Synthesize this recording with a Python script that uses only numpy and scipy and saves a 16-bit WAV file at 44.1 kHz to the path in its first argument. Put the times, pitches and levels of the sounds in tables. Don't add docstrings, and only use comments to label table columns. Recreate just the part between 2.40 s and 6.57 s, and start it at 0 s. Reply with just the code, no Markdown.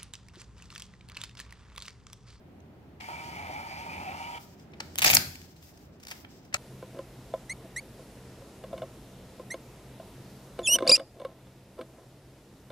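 import sys
import numpy as np
from scipy import signal
from scipy.fft import rfft, irfft
from scipy.io import wavfile
from scipy.ndimage import map_coordinates

SR = 44100
rng = np.random.default_rng(int(sys.argv[2]) if len(sys.argv) > 2 else 0)


def makeup_ratio(level_db):
    decades = np.asarray(level_db, float) / 20
    return 10 ** decades


def unload_audio(sound):
    columns = np.transpose(np.atleast_2d(sound))
    steps = np.round(np.clip(columns, -1, 1) * 32767)
    wavfile.write(sys.argv[1], SR, steps.astype(np.int16))


N = 183897


def rms_one(x):
    return x / np.sqrt(np.mean(x ** 2) + 1e-20)


def in_time(rows):
    t = np.arange(N) / SR
    s, *columns = np.transpose(rows)
    gate = np.clip(np.minimum(t - s[0], s[-1] - t) / 0.0024, 0, 1)
    return [np.interp(t, s, c) for c in columns] + [gate]


def drift(rate):
    knots = rng.standard_normal(4000)
    return rms_one(map_coordinates(knots, [np.arange(N) * rate / SR], order=3))


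def colour(x, spectrum):
    hz, db = np.transpose(spectrum)
    log_hz = np.log(np.linspace(1, SR / 2, 2049))
    cepstrum = irfft(np.log(makeup_ratio(np.interp(log_hz, np.log(hz), db))))
    cepstrum[1:2048] *= 2
    cepstrum[2049:] = 0
    impulse = irfft(np.exp(rfft(cepstrum)))
    return signal.oaconvolve(np.atleast_2d(x), impulse[None], axes=1)[:, :N]


def resonate(x, modes):
    out = 0
    for k, (hz, width, db) in enumerate(modes):
        r = np.exp(-np.pi * width / SR)
        a = [1, -2 * r * np.cos(2 * np.pi * hz / SR), r * r]
        out = out + (-1) ** k * makeup_ratio(db) * signal.lfilter([1 - r, 0, r - 1], a, x + 1e-18)
    return out


def band(x, low_hz, high_hz):
    return signal.sosfilt(signal.butter(2, [low_hz, high_hz], "band", fs=SR, output="sos"), x)


def grains(per_s, spread_db):
    sizes = makeup_ratio(spread_db * np.minimum(rng.exponential(1, N), 5)) * rng.choice([-1, 1], N)
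    return rms_one(sizes * (rng.random(N) < per_s / SR))


def swell(start_s, rise_s, db, fall_db_per_s, rise_db):
    t = np.arange(N) / SR - start_s
    rise_s = max(rise_s, .002)
    below_db = rise_db * np.clip(1 - t / rise_s, 0, 1)
    sunk_db = fall_db_per_s * np.clip(t - rise_s, 0, 2)
    return (t > 0) * makeup_ratio(db - below_db - sunk_db)


def ports(x, lag_s, alike_hz):
    mid = x[0]
    side = signal.lfilter(*signal.butter(1, alike_hz, "high", fs=SR), x[1])
    right = map_coordinates(mid - side, [np.arange(N) - lag_s * SR], order=3)
    return np.array([mid + side, right])


# (frequency [Hz], level [dB])
TRAFFIC = [(18, -63.5), (30, -22), (38, -26.5), (66, -3.5), (103, -6), (170, -4), (374, -10.5), (404, -12),
           (449, -16.5), (702, -18), (988, -25.5), (1130, -28), (2230, -33.5), (2900, -36.5), (16000, -60)]
# (time [s], level [dB])
TRAFFIC_DB = [(0.0, -54), (0.65, -54), (0.91, -50.5), (1.33, -51), (1.56, -49), (2.17, -54), (2.45, -51),
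              (2.65, -54.5), (2.79, -48), (2.97, -55), (3.4, -56.5), (4.17, -54)]


def traffic():
    level_db, gate = in_time(TRAFFIC_DB)
    noise = rms_one(colour(rng.standard_normal((2, N)), TRAFFIC))
    drone = rms_one(resonate(rng.standard_normal(N), [(84.6, 2.2, 0)]))
    lows = band(noise[0], 27, 130)
    noise[0] += (lows + 0.39 * drone) * makeup_ratio(1.0 * drift(4.4)) - lows
    wind = makeup_ratio(-73) * rms_one(band(rng.standard_normal((2, N)), 12, 90))
    hiss = makeup_ratio(-84.5) * rms_one(band(rng.standard_normal((2, N)), 11000, 17000))
    rumble = ports(noise, lag_s=0.000066, alike_hz=928)
    return makeup_ratio(level_db + 0.78 * drift(6.05)) * rumble + wind + hiss


# (frequency [Hz], level [dB])
SLIP = [(300, -9.5), (550, -3.5), (780, 1.5), (1080, -4), (1500, -1), (2350, 4.5), (3000, 0), (4500, -1.5),
        (8000, 0.5)]
# (time [s], peak level [dB], ring frequency [Hz], length [s])
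TAPS = [(.2, -56, 6000, 0.015), (.605, -36.5, 2270, .017), (2.194, -48.5, 5020, 0.034),
        (2.316, -55, 5500, .015), (2.333, -46, 2100, .035), (2.399, -33.5, 530, 0.039),
        (2.4005, -23, 4460, 0.02), (2.4, -33, 1300, .03), (2.645, -21, 806, 0.05), (3.712, -38, 1010, .03),
        (3.713, -33.5, 1810, .04), (3.845, -37.5, 1400, .014), (4.137, -26, 1900, .03)]
CREASES = [(2.036, -59, 3950, .02), (2.953, -37, 6760, 0.018), (3.014, -41.5, 2920, .018),
           (3.162, -49.5, 3930, 0.045), (3.226, -45, 2500, 0.015), (3.291, -54, 6060, 0.018),
           (3.373, -50, 4700, .02), (3.598, -51, 3980, 0.046), (3.628, -46, 4900, 0.036),
           (3.633, -40, 5000, .02), (3.649, -42, 5000, 0.016), (3.668, -33, 4200, 0.013),
           (3.681, -36, 4530, 0.052), (3.702, -40, 4700, 0.044), (3.71, -31, 4600, 0.059),
           (4.048, -53, 5000, 0.078)]
CATCHES = [(2.556, -26.5, 3160, 0.0081), (2.579, -24.5, 3980, 0.011), (2.5847, -14.5, 6070, .007),
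           (2.5909, -16.5, 3400, 0.016), (2.605, -35, 6030, .018), (2.6185, -13, 3340, 0.012),
           (2.623, -15, 2320, 0.03), (2.631, -20.5, 3000, 0.035), (2.642, -13, 3570, .02),
           (2.645, -7, 2300, .013), (2.648, -12.5, 4500, .008), (2.667, -14, 4550, 0.019),
           (2.6985, -12, 2400, 0.078), (2.730, -19, 2400, 0.042), (2.736, -16, 2600, .02),
           (2.683, -20, 4500, .03), (2.75, -18.5, 6500, 0.0066), (2.754, -15, 4510, 0.011)]
LAST_FIBRES = [
    (2.765, -14, 4030, .029),
    (2.7672, -2.5, 4400, .006),
]
FLICKS = [
    (4.1265, -40, 1800, .03),
    (4.13, -44, 5000, .03),
    (4.1428, -10, 6900, .022),
    (4.1436, -16, 4300, .025),
    (4.1445, -23, 1300, .025),
    (4.1435, -28, 450, .03),
]
# (rise [s], ring [dB], treble at 4 kHz ring [dB], treble tilt [dB per octave of ring])
CATCH, CREASE, TAP = (.0012, 4, -5, .1), (.0025, 2.5, -9.5, 3), (.0045, 4, -27, 4)
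FLICK, LET_GO = (-0.14, 7.5, -24, -2), (.0026, 7, -11, .1)


def snaps():
    out, t = np.zeros((2, N + 4000)), np.arange(4000) / SR
    cracks = rng.standard_normal((60, 2, 4000)) * makeup_ratio(3.9 * rng.standard_normal((60, 1, 4000)))
    kinds = ((CATCHES, CATCH), (CREASES, CREASE), (TAPS, TAP), (FLICKS, FLICK), (LAST_FIBRES, LET_GO))
    rows = [row + kind for table, kind in kinds for row in table]
    for (s, db, hz, length, rise, ring_db, treble_db, tilt_db), crack in zip(rows, cracks):
        decay = makeup_ratio(-60 * np.maximum(t - rise, 0) / max(length, .003))
        burst = crack * decay * np.minimum(t / max(rise, .0002), 1)
        top_hz = np.clip(2.51 * hz, 420, 7800)
        broad = band(band(burst, max(280, 0.14 * hz), top_hz), 170, top_hz)
        broad = broad + resonate(burst, [(hz, hz * 0.14, ring_db)])
        treble = band(band(burst, 7000, 18000), 6500, 18000)
        treble_gain = makeup_ratio(treble_db + tilt_db * np.log2(hz / 4000))
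        sound = broad / np.abs(broad[0]).max() + treble_gain * treble / np.abs(treble[0]).max()
        at = round(s * SR)
        out[:, at:at + 4000] += makeup_ratio(db) * sound * [[1], [.45]]
    return colour(out[:, :N], SLIP)


# (frequency [Hz], level [dB])
CASE = [(300, -16.5), (480, -16.5), (600, -3), (780, 2), (940, 5.5), (1000, -1), (1070, -12), (1250, -1.5),
        (1400, -6), (2000, -34.5)]
GEARS = [(1200, -16), (1700, -5.5), (1840, -3), (1950, -1), (2200, 4.5), (2320, 6.5), (2420, -8),
         (2650, -12), (2760, -10), (2850, -30), (3300, -11.5), (3700, -17), (5000, -28.5)]
FEED = [(3000, 7.5), (3800, -8), (4600, 2), (6400, -5.5), (7400, -4), (8000, -5), (10800, -14.5),
        (13000, -15.5), (16000, -14)]
# (multiple of step rate [1], level [dB])
HUM = [(4, -13), (5, -7), (6, 0), (8, -13)]
# (start [s], slowest [s], end [s], step rate [1/s])
DENSE_LINES = [(.56, .6, .69, 140), (.87, .9, .94, 149), (.955, .985, 1.1, 137), (.97, 1.1, 1.21, 122),
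               (1.12, 1.18, 1.22, 137), (1.24, 1.33, 1.42, 127), (1.45, 1.5, 1.56, 144),
               (1.52, 1.56, 1.66, 127), (1.64, 1.68, 1.77, 120)]
# (time [s], frequency [Hz], level [dB])
SLIP_RING = [(.6, 2044, -52), (.66, 2236, -49), (.72, 2250, -62), (.95, 2153, -55.5), (1.2, 2260, -53.5),
             (1.4, 2400, -52), (1.62, 2480, -52), (1.8, 2780, -57), (1.985, 3150, -55)]
# (time [s], level [dB])
EFFORT = [(.6, -52), (.67, -54), (.692, -44), (.88, -49.5), (1.13, -46.5), (1.19, -42), (1.27, -48.5),
          (1.74, -45.5), (1.985, -45)]
PRINT_S = (.6, 1.985)
FREE_PER_S, FULL_LOAD_PER_S = 156, 30
UNEVEN_FREE, UNEVEN_LOADED = .4, .55
HUM_DB, WHINE_DB, HISS_DB = -6.5, -50.5, -54.5
HUM_LOAD_DB, WHINE_LOAD_DB, HISS_LOAD_DB = 7, 3, -3


def printer():
    t = np.arange(N) / SR
    gate = np.clip(np.minimum(t - PRINT_S[0], PRINT_S[1] - t) / .0026, 0, 1)
    slowed = np.max([(FREE_PER_S - per_s) * np.interp(t, times, [0, 1, 0])
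                     for *times, per_s in DENSE_LINES], axis=0)
    per_s, load = FREE_PER_S - slowed, slowed / FULL_LOAD_PER_S
    uneven = UNEVEN_FREE + (UNEVEN_LOADED - UNEVEN_FREE) * load
    slip_hz, slip_db, _ = in_time(SLIP_RING)
    case_db, _ = in_time(EFFORT)

    turns = np.cumsum(per_s * (1 + .04 * uneven * drift(30)) / SR)
    hum = sum(makeup_ratio(db + 4.5 * drift(40)) * np.sin(2 * np.pi * k * turns) for k, db in HUM)
    ticks = np.diff(np.floor(turns + .08 * uneven * drift(120)), prepend=0)
    steps = rms_one(ticks * makeup_ratio(2.5 * drift(150)))
    knocks = steps * (1 - uneven) + grains(3000, spread_db=1.5) * uneven
    case = rms_one(colour(knocks, CASE)[0]) + makeup_ratio(HUM_DB + HUM_LOAD_DB * load) * hum

    teeth = np.array([grains(4000, spread_db=3) for side in range(2)])
    smooth_teeth = signal.lfilter([1], [1, -2 * .975, .975 ** 2], teeth[0])
    slip = rms_one(smooth_teeth * np.cos(2 * np.pi * np.cumsum(slip_hz) / SR))
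    whine = rms_one(colour(teeth + 0.24 * steps, GEARS)) * [[.7], [.3]]
    shaft = rms_one(resonate(teeth[0], [(2320, 50, 0)]))
    whine[0] += makeup_ratio(-1.5 + 2.5 * drift(18)) * shaft

    feed = [grains(9000, spread_db=1.5) for side in range(2)]
    hiss = rms_one(colour(feed, [(1500, -26)] + FEED)) * [[.85], [.5]]
    hiss[0] += makeup_ratio(-12 + 5 * drift(9)) * rms_one(resonate(teeth[1], [(4750, 300, 0)]))
    hiss[0] += makeup_ratio(-15 + 5 * drift(8)) * rms_one(resonate(teeth[1], [(5450, 300, 0)]))
    hiss = hiss * makeup_ratio(HISS_DB + HISS_LOAD_DB * load + drift(30))

    body = makeup_ratio(case_db + 1.2 * drift(45)) * case
    body += makeup_ratio(slip_db + 2.2 * drift(20)) * slip
    return gate * (body * [[1], [0]] + makeup_ratio(WHINE_DB + WHINE_LOAD_DB * load) * whine + hiss)


# (start [s], end [s], peak level [dB], relative top [dB])
STROKES = [(1.986, 2.04, -61, -1), (2.05, 2.137, -65, -5.5), (2.167, 2.225, -68.5, -7),
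           (2.353, 2.4, -76, -18), (2.41, 2.482, -64, -4), (2.478, 2.575, -64, -8), (2.9, 2.97, -59, -7),
           (2.967, 3.056, -61, -5.5), (3.06, 3.12, -65.5, -5), (3.15, 3.21, -68, -7),
           (3.212, 3.302, -63, -1), (3.316, 3.38, -69, -5), (3.37, 3.455, -69.5, -3),
           (3.512, 3.563, -75, -12), (3.597, 3.615, -67, -5), (3.663, 3.74, -63, -1),
           (3.727, 3.815, -62, -2), (3.883, 3.99, -65, -7), (4.004, 4.089, -72.5, -9),
           (4.12, 4.17, -74, -4)]
STROKE_RISE_S, STROKE_RISE_DB, STROKE_SAG_DB_PER_S, LIFT_DB_PER_S = 0.025, 10, 30.5, 300


def rustle():
    t = np.arange(N) / SR
    grit = np.array([grains(9000 * makeup_ratio(2.5 * drift(40)), spread_db=2.5) for side in range(2)])
    body = rms_one(band(grit, 1800, 7500) + .45 * resonate(grit, [(5000, 700, 8)]))
    top = rms_one(band(band(grit, 8000, 17000), 7500, 17000))
    gains = []
    for start_s, end_s, db, top_db in STROKES:
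        lift = makeup_ratio(-LIFT_DB_PER_S * np.clip(t - end_s, 0, 1))
        gains.append(lift * swell(start_s, STROKE_RISE_S, db, STROKE_SAG_DB_PER_S, STROKE_RISE_DB))
    gains = np.array(gains)
    tops = gains * makeup_ratio(np.array(STROKES)[:, 3:])
    return np.max(gains, axis=0) * body + np.max(tops, axis=0) * top


# (frequency [Hz], level [dB])
TORN = [(300, -12.5), (550, -7), (790, -2), (1080, -16.5), (1500, -8), (2400, -1.5), (3500, -8.5),
        (5000, -3), (6700, -5.5), (8500, -12.5), (10500, -16), (12500, -8), (16000, -14.5)]
# (time [s], level [dB])
PULL = [(2.575, -50), (2.62, -42), (2.64, -39.5), (2.652, -23.5), (2.72, -25), (2.745, -25), (2.762, -43),
        (2.785, -40), (2.86, -59)]


def rip():
    fibres_db, gate = in_time(PULL)
    clumps = makeup_ratio(6 * drift(140))
    breaks = [grains(3000 * clumps, spread_db=4.5) for side in range(2)]
    fibres = rms_one(colour(breaks, TORN))
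    bright = band(fibres, 7000, 17000)
    fibres = fibres + bright * (makeup_ratio(6.2 * drift(90) - 3.5) - 1)
    return gate * makeup_ratio(fibres_db) * fibres * [[1], [.6]]


# (start [s], rise [s], peak level [dB], fall [dB/s])
THUMPS = [
    (2.59, 0.077, -41, 61.5),
    (2.70, 0.093, -43, 199.5),
    (4.139, 0.0073, -47, 400),
]


def thumps():
    thump = rms_one(band(rng.standard_normal(N), 75, 195))
    return thump * sum(swell(*row, rise_db=11) for row in THUMPS)


def echoes(x, t60, start_s):
    t = np.arange(SR // 2) / SR
    mid, side = rng.standard_normal((2, len(t))) * makeup_ratio(-60 * t / t60) * (t > start_s)
    side = signal.lfilter(*signal.butter(2, 900, "high", fs=SR), side)
    roof = [(300, 6.5), (800, 3.5), (1600, 2.5), (2400, -2.5), (3500, 1.5), (7000, -3.5), (16000, -3.5)]
    tails = colour([mid + side, mid - side], roof)
    return signal.fftconvolve(x, tails / np.sqrt(np.sum(tails ** 2) / 2), axes=1)[:, :N]


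def scene():
    near = ports(snaps(), lag_s=0.000207, alike_hz=1180)
    near = near + ports(printer(), lag_s=0.00031, alike_hz=600)
    near = near + ports(rustle(), lag_s=.0001, alike_hz=900)
    near = near + ports(rip(), lag_s=0.00028, alike_hz=1400)
    canopy = makeup_ratio(-12.5) * echoes(near, t60=0.44, start_s=0.0044)
    return near + canopy + thumps() + traffic()


def top_cut(x):
    return signal.sosfilt(signal.butter(12, 16960, fs=SR, output="sos"), x)


def record(dry):
    right = colour(dry[1], [(700, 0.5), (1500, 1.5), (3000, -1), (12000, -2.5)])[0]
    both = np.array([dry[0], right])
    wet = colour(both, [(25, -5.0), (50, 0), (10000, 1.5), (10700, 2), (11300, 3.5)])
    wet = 0.98 * np.tanh(wet / 0.92)
    wet = signal.sosfilt(signal.cheby2(12, 50, 16400, fs=SR, output="sos"), wet)
    return top_cut(wet)


dry = scene()
out = record(dry)
unload_audio(out)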